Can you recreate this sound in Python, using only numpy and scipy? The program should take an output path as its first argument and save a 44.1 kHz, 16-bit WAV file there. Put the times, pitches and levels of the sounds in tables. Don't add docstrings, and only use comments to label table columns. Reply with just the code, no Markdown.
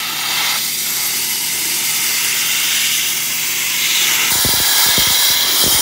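import sys
import numpy as np
from scipy import signal
from scipy.fft import rfft, irfft, next_fast_len
from scipy.io import wavfile
from scipy.ndimage import uniform_filter1d

SR = 44100
rng = np.random.default_rng(int(sys.argv[2]) if len(sys.argv) > 2 else 0)


def generate_wav(sig):
    pcm = np.round(np.clip(np.atleast_2d(sig).T, -1, 1) * 32767).astype(np.int16)
    wavfile.write(sys.argv[1], SR, pcm)


def to_linear_factor(level_db):
    exponent = np.asarray(level_db, float) / 20
    return 10 ** exponent


N = 256214
T_S = np.arange(N) / SR
CUT_S = 4.306
CUT = int(CUT_S * SR)
NEAR = T_S >= CUT_S


def in_time(rows):
    s, *columns = np.transpose(rows)
    return np.array([np.interp(T_S, s, c) for c in columns])


def at_hz(points, hz):
    points_hz, points_db = np.transpose(points)
    return np.interp(np.log(hz), np.log(points_hz), points_db)


def drift(rate_hz):
    r = np.exp(-80 * np.pi * rate_hz / SR)
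    slow = signal.lfilter([1], [1, -2 * r, r * r], rng.standard_normal(N // 40 + 2002))[2000:]
    slow = slow - slow.mean()
    slow = slow / np.sqrt(np.mean(slow ** 2) + 1e-20)
    return np.interp(np.arange(N) / 40, np.arange(len(slow)), slow)


def swells(rows):
    return sum(lift_db * np.exp(-((T_S - s) / half_s) ** 4) for s, half_s, lift_db in rows)


def resonance(x, hz, width_hz):
    r = np.exp(-np.pi * width_hz / SR)
    poles = [1, -2 * r * np.cos(2 * np.pi * hz / SR), r * r]
    return signal.lfilter([(1 - r * r) / 2, 0, (r * r - 1) / 2], poles, x)


def band(x, low_hz, high_hz):
    return signal.sosfilt(signal.butter(2, [low_hz, high_hz], "band", fs=SR, output="sos"), x)


def steep(x, low_hz, high_hz):
    size = next_fast_len(N)
    hz = np.fft.rfftfreq(size, 1 / SR) + 1
    above_low, above_high = [np.clip(.5 + 3 * np.log2(hz / edge), 0, 1) for edge in (low_hz, high_hz)]
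    return irfft(rfft(x, size) * (above_low - above_high), size)[:N]


def grit():
    return rng.standard_normal((2, N)) * to_linear_factor(0.29 * drift(15) + 0.56 * drift(65))


# (frequency [Hz], density [dB per Hz])
HISS_FAR = [(260, -47), (450, -15.5), (530, -28.5), (904, -5.5), (1110, -14.5), (1250, -7), (1740, -8),
            (2110, -4.5), (2750, -2), (4360, -6), (6040, -7.5), (9850, -6), (15600, -6)]
HISS_NEAR = [(260, -38), (450, -10), (734, -2), (945, 2.5), (1410, -16.5), (1690, 0.5), (1900, -30),
             (2070, 2), (2520, -16), (3190, -1.5), (7110, -4), (8000, -9.5), (15600, -17.5)]


def grit_hiss(streams):
    edges_hz, hiss = np.geomspace(420, 17000, 27), np.zeros(N)
    for k, (low_hz, high_hz) in enumerate(zip(edges_hz, edges_hz[1:])):
        hz = np.sqrt(low_hz * high_hz)
        colour_db = np.where(NEAR, at_hz(HISS_NEAR, hz), at_hz(HISS_FAR, hz))
        patches_db = to_linear_factor(hz / 16000 * 8.2) * 0.67 * drift(16.4)
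        hiss += to_linear_factor(colour_db + patches_db) * band(streams[k % 2], low_hz, high_hz)
    return hiss


# (frequency [Hz], width [Hz], level [dB])
MODES_FAR = [(900, 136, -12.5), (1312, 51, -7.5), (2068, 81, -2.5), (2183, 147, -3.5), (2738, 107, -2.5),
             (3586, 320, -6), (4640, 300, -6), (5900, 490, -10.5)]
MODES_NEAR = [(985, 130, -6), (1345, 130, 0), (1707, 140, -3.5), (2107, 200, -2.5), (2720, 98, -2.5),
              (3230, 340, 1), (3910, 240, 3), (4830, 200, 1), (5640, 120, 0.5)]


def ringing_steel(streams):
    ring = np.zeros(N)
    for modes, heard, ring_db in ((MODES_FAR, ~NEAR, 1.0), (MODES_NEAR, NEAR, -1.0)):
        for k, (hz, width_hz, level_db) in enumerate(modes):
            gain = to_linear_factor(level_db + ring_db + 2.1 * drift(11.3))
            ring += heard * gain * resonance(streams[k % 2][::-1], hz, width_hz)
    return ring


# (first lag [ms], last lag [ms], first strength [ratio], last strength [ratio])
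BEAM_ECHOES_FAR = [(1.052, 0.965, 0.13, 0.032), (2.06, 1.74, -0.15, 0.15), (0.39, 0.314, -0.041, 0.12),
                   (.25, 0.215, 0.13, -0.31)]
BEAM_ECHOES_NEAR = [(1.05, .95, -0.039, 0.074), (2.15, 1.58, .07, 0.16), (0.524, .57, 0.088, 0.094),
                    (0.346, 0.365, -0.17, -0.074)]


def echoed(x):
    fine, out = signal.resample_poly(x, 4, 1), x.copy()
    for far, near in zip(BEAM_ECHOES_FAR, BEAM_ECHOES_NEAR):
        lag_ms, gain = [np.r_[np.linspace(*far[k:k + 2], CUT), np.linspace(*near[k:k + 2], N - CUT)]
                        for k in (0, 2)]
        out += gain * np.interp(np.arange(N) - lag_ms * SR / 1000, np.arange(len(fine)) / 4, fine)
    return out


def scattered(x, wet_db=-11.5, spread_ms=3.5, count=22):
    t = np.arange(SR // 40) / SR
    paths = rng.standard_normal((count, len(t))) * np.exp(-t * 1000 / spread_ms) * (t > .0012)
    place, out = np.linspace(0, count - 1, N), x.copy()
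    for k, path in enumerate(paths):
        share = np.cos(np.pi / 2 * np.clip(place - k, -1, 1))
        live = np.flatnonzero(share > 1e-6)
        wet = signal.fftconvolve(x[live], path / np.sqrt(np.sum(path ** 2)))[:len(live)]
        out[live] += to_linear_factor(wet_db) * share[live] * wet
    return out


# (middle [s], half length [s], frequency [Hz], width [Hz], lift [dB])
EDGE_COLOURS = [(.12, 0.16, 10100, 1700, -4), (0.5, 0.33, 3600, 900, 1.5), (0.33, 0.37, 8000, 900, -9),
                (.66, .4, 2800, 360, -11), (1.45, .3, 14700, 1300, -8), (1.8, 0.24, 8100, 500, 3),
                (2.4, .18, 14400, 900, 4.5), (2.6, 0.48, 1550, 250, 7.5), (2.8, 0.44, 3160, 940, 5.5),
                (2.67, 0.5, 4100, 230, -7), (2.9, 0.49, 13000, 2500, -0.5), (3.4, .4, 11500, 500, -4),
                (3.6, 0.36, 10000, 1300, -6), (4.1, 0.13, 14500, 1500, 2), (3.936, 0.14, 3850, 760, 8),
                (4.9, 0.95, 11670, 600, -2.5), (4.95, 0.62, 1673, 106, 8), (5.05, 0.78, 15900, 1100, 13.5),
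                (5.27, .17, 5670, 66, 9.5), (5.35, 0.66, 3230, 230, 5), (5.25, 0.38, 3840, 500, 2.5),
                (5.45, 0.13, 8800, 2000, -6)]


def shaded(x):
    out = x.copy()
    for s, length_s, hz, width_hz, lift_db in EDGE_COLOURS:
        part = slice(max(0, int((s - 2 * length_s) * SR)), min(N, int((s + 2 * length_s) * SR)))
        swell = np.exp(-((T_S[part] - s) / length_s) ** 4)
        swell *= NEAR[part] == (s >= CUT_S)
        out[part] += (to_linear_factor(lift_db * swell) - 1) * resonance(x[part], hz, width_hz)
    return out


# (start [s], end [s], start [Hz], end [Hz], width [Hz], lift [dB])
GLIDES = [
    (.25, 1.6, 11800, 12800, 380, 7),
    (.45, 1.65, 10900, 12000, 380, 5),
    (.7, 1.46, 8500, 9000, 251, 2.5),
    (2.9, 4.3, 8650, 8630, 315, 4),
]


def striped(x):
    out = x.copy()
    for start_s, end_s, start_hz, end_hz, width_hz, lift_db in GLIDES:
        part = slice(int(start_s * SR), int(end_s * SR))
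        glide_hz = np.linspace(start_hz, end_hz, len(x[part]))
        turn = np.exp(2j * np.pi * np.cumsum(glide_hz) / SR)
        slow = signal.lfilter(*signal.butter(2, width_hz / 2, fs=SR), x[part] / turn)
        gain = to_linear_factor(lift_db * signal.windows.tukey(len(turn), .5)) - 1
        out[part] += gain * 2 * (slow * turn).real
    return out


# (time [s], force [dB], bite [dB])
FORCE_FAR = [(0, -28, 2.5), (.14, -27, 0), (.44, -22, 1.5), (.6, -21.5, -3), (.72, -22.5, -4.5),
             (1.05, -20, -5.5), (1.45, -21.5, -4.5), (2.05, -19, -3.5), (2.5, -20, -0.3), (2.88, -19, 0.7),
             (3.25, -21.5, -3.5), (3.7, -21.5, 0), (3.93, -19.5, 2.5), (4.08, -17.5, 0.5), (4.3, -20, 1.5)]
FORCE_NEAR = [(4.312, -16, -6), (4.6, -17.5, -3.5), (4.83, -14, -4.5), (4.96, -17, -0.5),
              (5.27, -15.5, -2.5), (5.46, -20, 1.3), (5.61, -15, -4.5), (5.81, -15, -5)]
# (far level [dB], near level [dB], share of force [ratio], share of bite [ratio])
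FORCE_LAW = [
    (-14, -8.5, 0.83, 0.52),
    (-0.5, 0.1, 1, 1),
    (-2, -2.5, 1, 0.19),
    (-4.5, -3, 0.76, -0.24),
]
# (middle [s], half length [s], lift [dB])
ROAR_SPILLS = [
    (.76, 0.084, -4),
    (1.0, 0.13, 2.5),
    (2.4, 0.52, 1.5),
    (2.92, 0.12, -3),
    (3.86, .12, -1.5),
    (4.2, 0.14, 5),
    (4.78, 0.12, 2),
    (5.4, 0.41, -2),
]


def zone_levels():
    mean_force_db = -20
    force_db, bite_db = in_time(list(FORCE_FAR) + list(FORCE_NEAR))
    levels_db = []
    for far_db, near_db, of_force, of_bite in FORCE_LAW:
        base_db = mean_force_db + np.where(NEAR, near_db, far_db)
        levels_db.append(base_db + of_force * (force_db - mean_force_db) + of_bite * bite_db)
    in_open = T_S < .575
    levels_db[0] += 8.5 * in_open + swells(ROAR_SPILLS)
    levels_db[1] += 2 * in_open
    return levels_db


# (centre [Hz], low edge [Hz], high edge [Hz])
ZONES = [(1100, 650, 1800), (2900, 1800, 4400), (6200, 4400, 8500), (11500, 8500, 15600)]


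def jet():
    streams = grit()
    hiss = grit_hiss(streams) + ringing_steel(streams)
    hiss = striped(shaded(scattered(echoed(hiss))))
    edges_hz = [(300, ZONES[0][2])] + [z[1:] for z in ZONES[1:-1]] + [(ZONES[-1][1], 19000)]
    out = np.zeros(N)
    for (_, low_hz, high_hz), level_db, (open_low_hz, open_high_hz) in zip(ZONES, zone_levels(), edges_hz):
        zone = steep(hiss, open_low_hz, open_high_hz)
        parts = np.split(steep(zone, low_hz, high_hz) ** 2, [CUT])
        power = np.concatenate([uniform_filter1d(p, size=SR // 6) for p in parts])
        out += to_linear_factor(level_db) * zone / np.sqrt(power + 1e-12)
    return out


# (frequency [Hz], density [dB per Hz])
RUMBLE = [(16, -49), (28, -27), (49, -13), (102, -4.5), (151, -2.5), (194, -3), (242, -3.5), (284, -4),
          (360, 4), (513, -27), (650, 1), (840, -40), (1430, -120)]
# (middle [s], half length [s], lift [dB])
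GROUND_SURGES = [
    (1.13, 0.091, 1.5),
    (1.65, 0.17, 3),
    (2.5, .12, 1),
    (3.28, .1, 2),
    (4.19, 0.15, 5.5),
    (4.75, .1, 3.5),
    (5.58, 0.17, 9),
]


def yard_rumble():
    white, edges_hz, rumble = rng.standard_normal((2, N)), np.geomspace(25, 700, 13), np.zeros(N)
    for k, (low_hz, high_hz) in enumerate(zip(edges_hz, edges_hz[1:])):
        colour_db = at_hz(RUMBLE, np.sqrt(low_hz * high_hz)) - NEAR * (low_hz < 200) * 2.8
        rumble += to_linear_factor(colour_db + 1.24 * drift(6.4)) * band(white[k % 2], low_hz, high_hz)
    level_db = -44 + swells(GROUND_SURGES)
    return rumble / np.std(band(rumble, 250.5, 450.5)) * to_linear_factor(level_db)


# (frequency [Hz], level [dB rms])
ENGINE_TONES = [(65, -55), (118, -56), (153, -46.5), (197, -54), (235, -46)]


def compressor():
    tones = np.zeros(N)
    for hz, level_db in ENGINE_TONES:
        gain = to_linear_factor(level_db + 2 + 0.93 * drift(3.5))
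        tones += gain * np.sin(2 * np.pi * hz * T_S + 0.44 * drift(8.0))
    return tones * to_linear_factor(-8 * NEAR)


# (time [s], peak [dB], late thump [dB], early snap [dB])
GUSTS = [(4.315, -22.5, -8, -10), (4.351, -20, -10, -11), (4.382, -23, -12, -11), (4.445, -12, -11, -7.5),
         (4.454, -9, -14, -19), (4.486, -13.5, -18, -7.5), (4.533, -19.5, -11, -4), (4.568, -27, -5, -10),
         (4.598, -15.5, -13, -9), (4.858, -24, -11, -5), (4.883, -21.5, -13, -9), (4.976, -8, -14, -11),
         (4.988, -17, -21, -7), (5.014, -25, -10, -8), (5.065, -20, -7, -11), (5.099, -19, -10, -15),
         (5.179, -30, -13, -14), (5.298, -20.5, -14, -8), (5.347, -28, -9, -21), (5.445, -20.5, -22, -9),
         (5.636, -9.5, -23, -7), (5.659, -8.5, -16, -11), (5.675, -15, -20, -4), (5.684, -29, -11, -12),
         (5.72, -23.5, -12, -7), (5.74, -17, -8.5, -18), (5.789, -28, -14, 5)]


def buffets(turns=1.184, start_s=0.00084, fade_s=0.012, rough=0.22):
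    out, t = np.zeros(N + SR), np.arange(SR // 10) / SR
    chance, sweep = rng.random((len(GUSTS), 2)), np.log(1 + t / start_s)
    eddies = np.pad(drift(74), (0, SR))
    envelope = (1 - np.exp(-t / 0.00052)) * np.exp(-(t / (2 * fade_s)) ** 2)
    for (s, peak_db, thump_db, snap_db), (stretch, flip) in zip(GUSTS, chance):
        tilt_db = np.interp(sweep, [.6, 2.6], [snap_db + 10.5, thump_db + 6.0])
        at = round((s + 0.0028) * SR)
        wobble = rough * np.minimum(t / 0.0083, 1) * eddies[at:at + len(t)]
        cycles = turns * (0.676 + 0.28 * stretch) * sweep + flip
        out[at:at + len(t)] += to_linear_factor(peak_db + tilt_db) * envelope * np.sin(2 * np.pi * cycles + wobble * 2)
    return out[:N]


def scene():
    return np.tile(jet() + yard_rumble() + compressor() + buffets(), (2, 1))


def band_limit(x):
    return signal.sosfilt(signal.butter(12, 17100, fs=SR, output="sos"), x)


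def record(dry):
    low_cut = signal.sosfilt(signal.butter(2, 55, "high", fs=SR, output="sos"), dry)
    size, top_hz = next_fast_len(N), 15730
    rounded = rfft(1.172 * np.tanh(low_cut / 1.119), size)
    mix = irfft(rounded * (np.fft.rfftfreq(size, 1 / SR) < top_hz), size)[:, :N]
    return band_limit(mix)


dry = scene()
out = record(dry)
generate_wav(out)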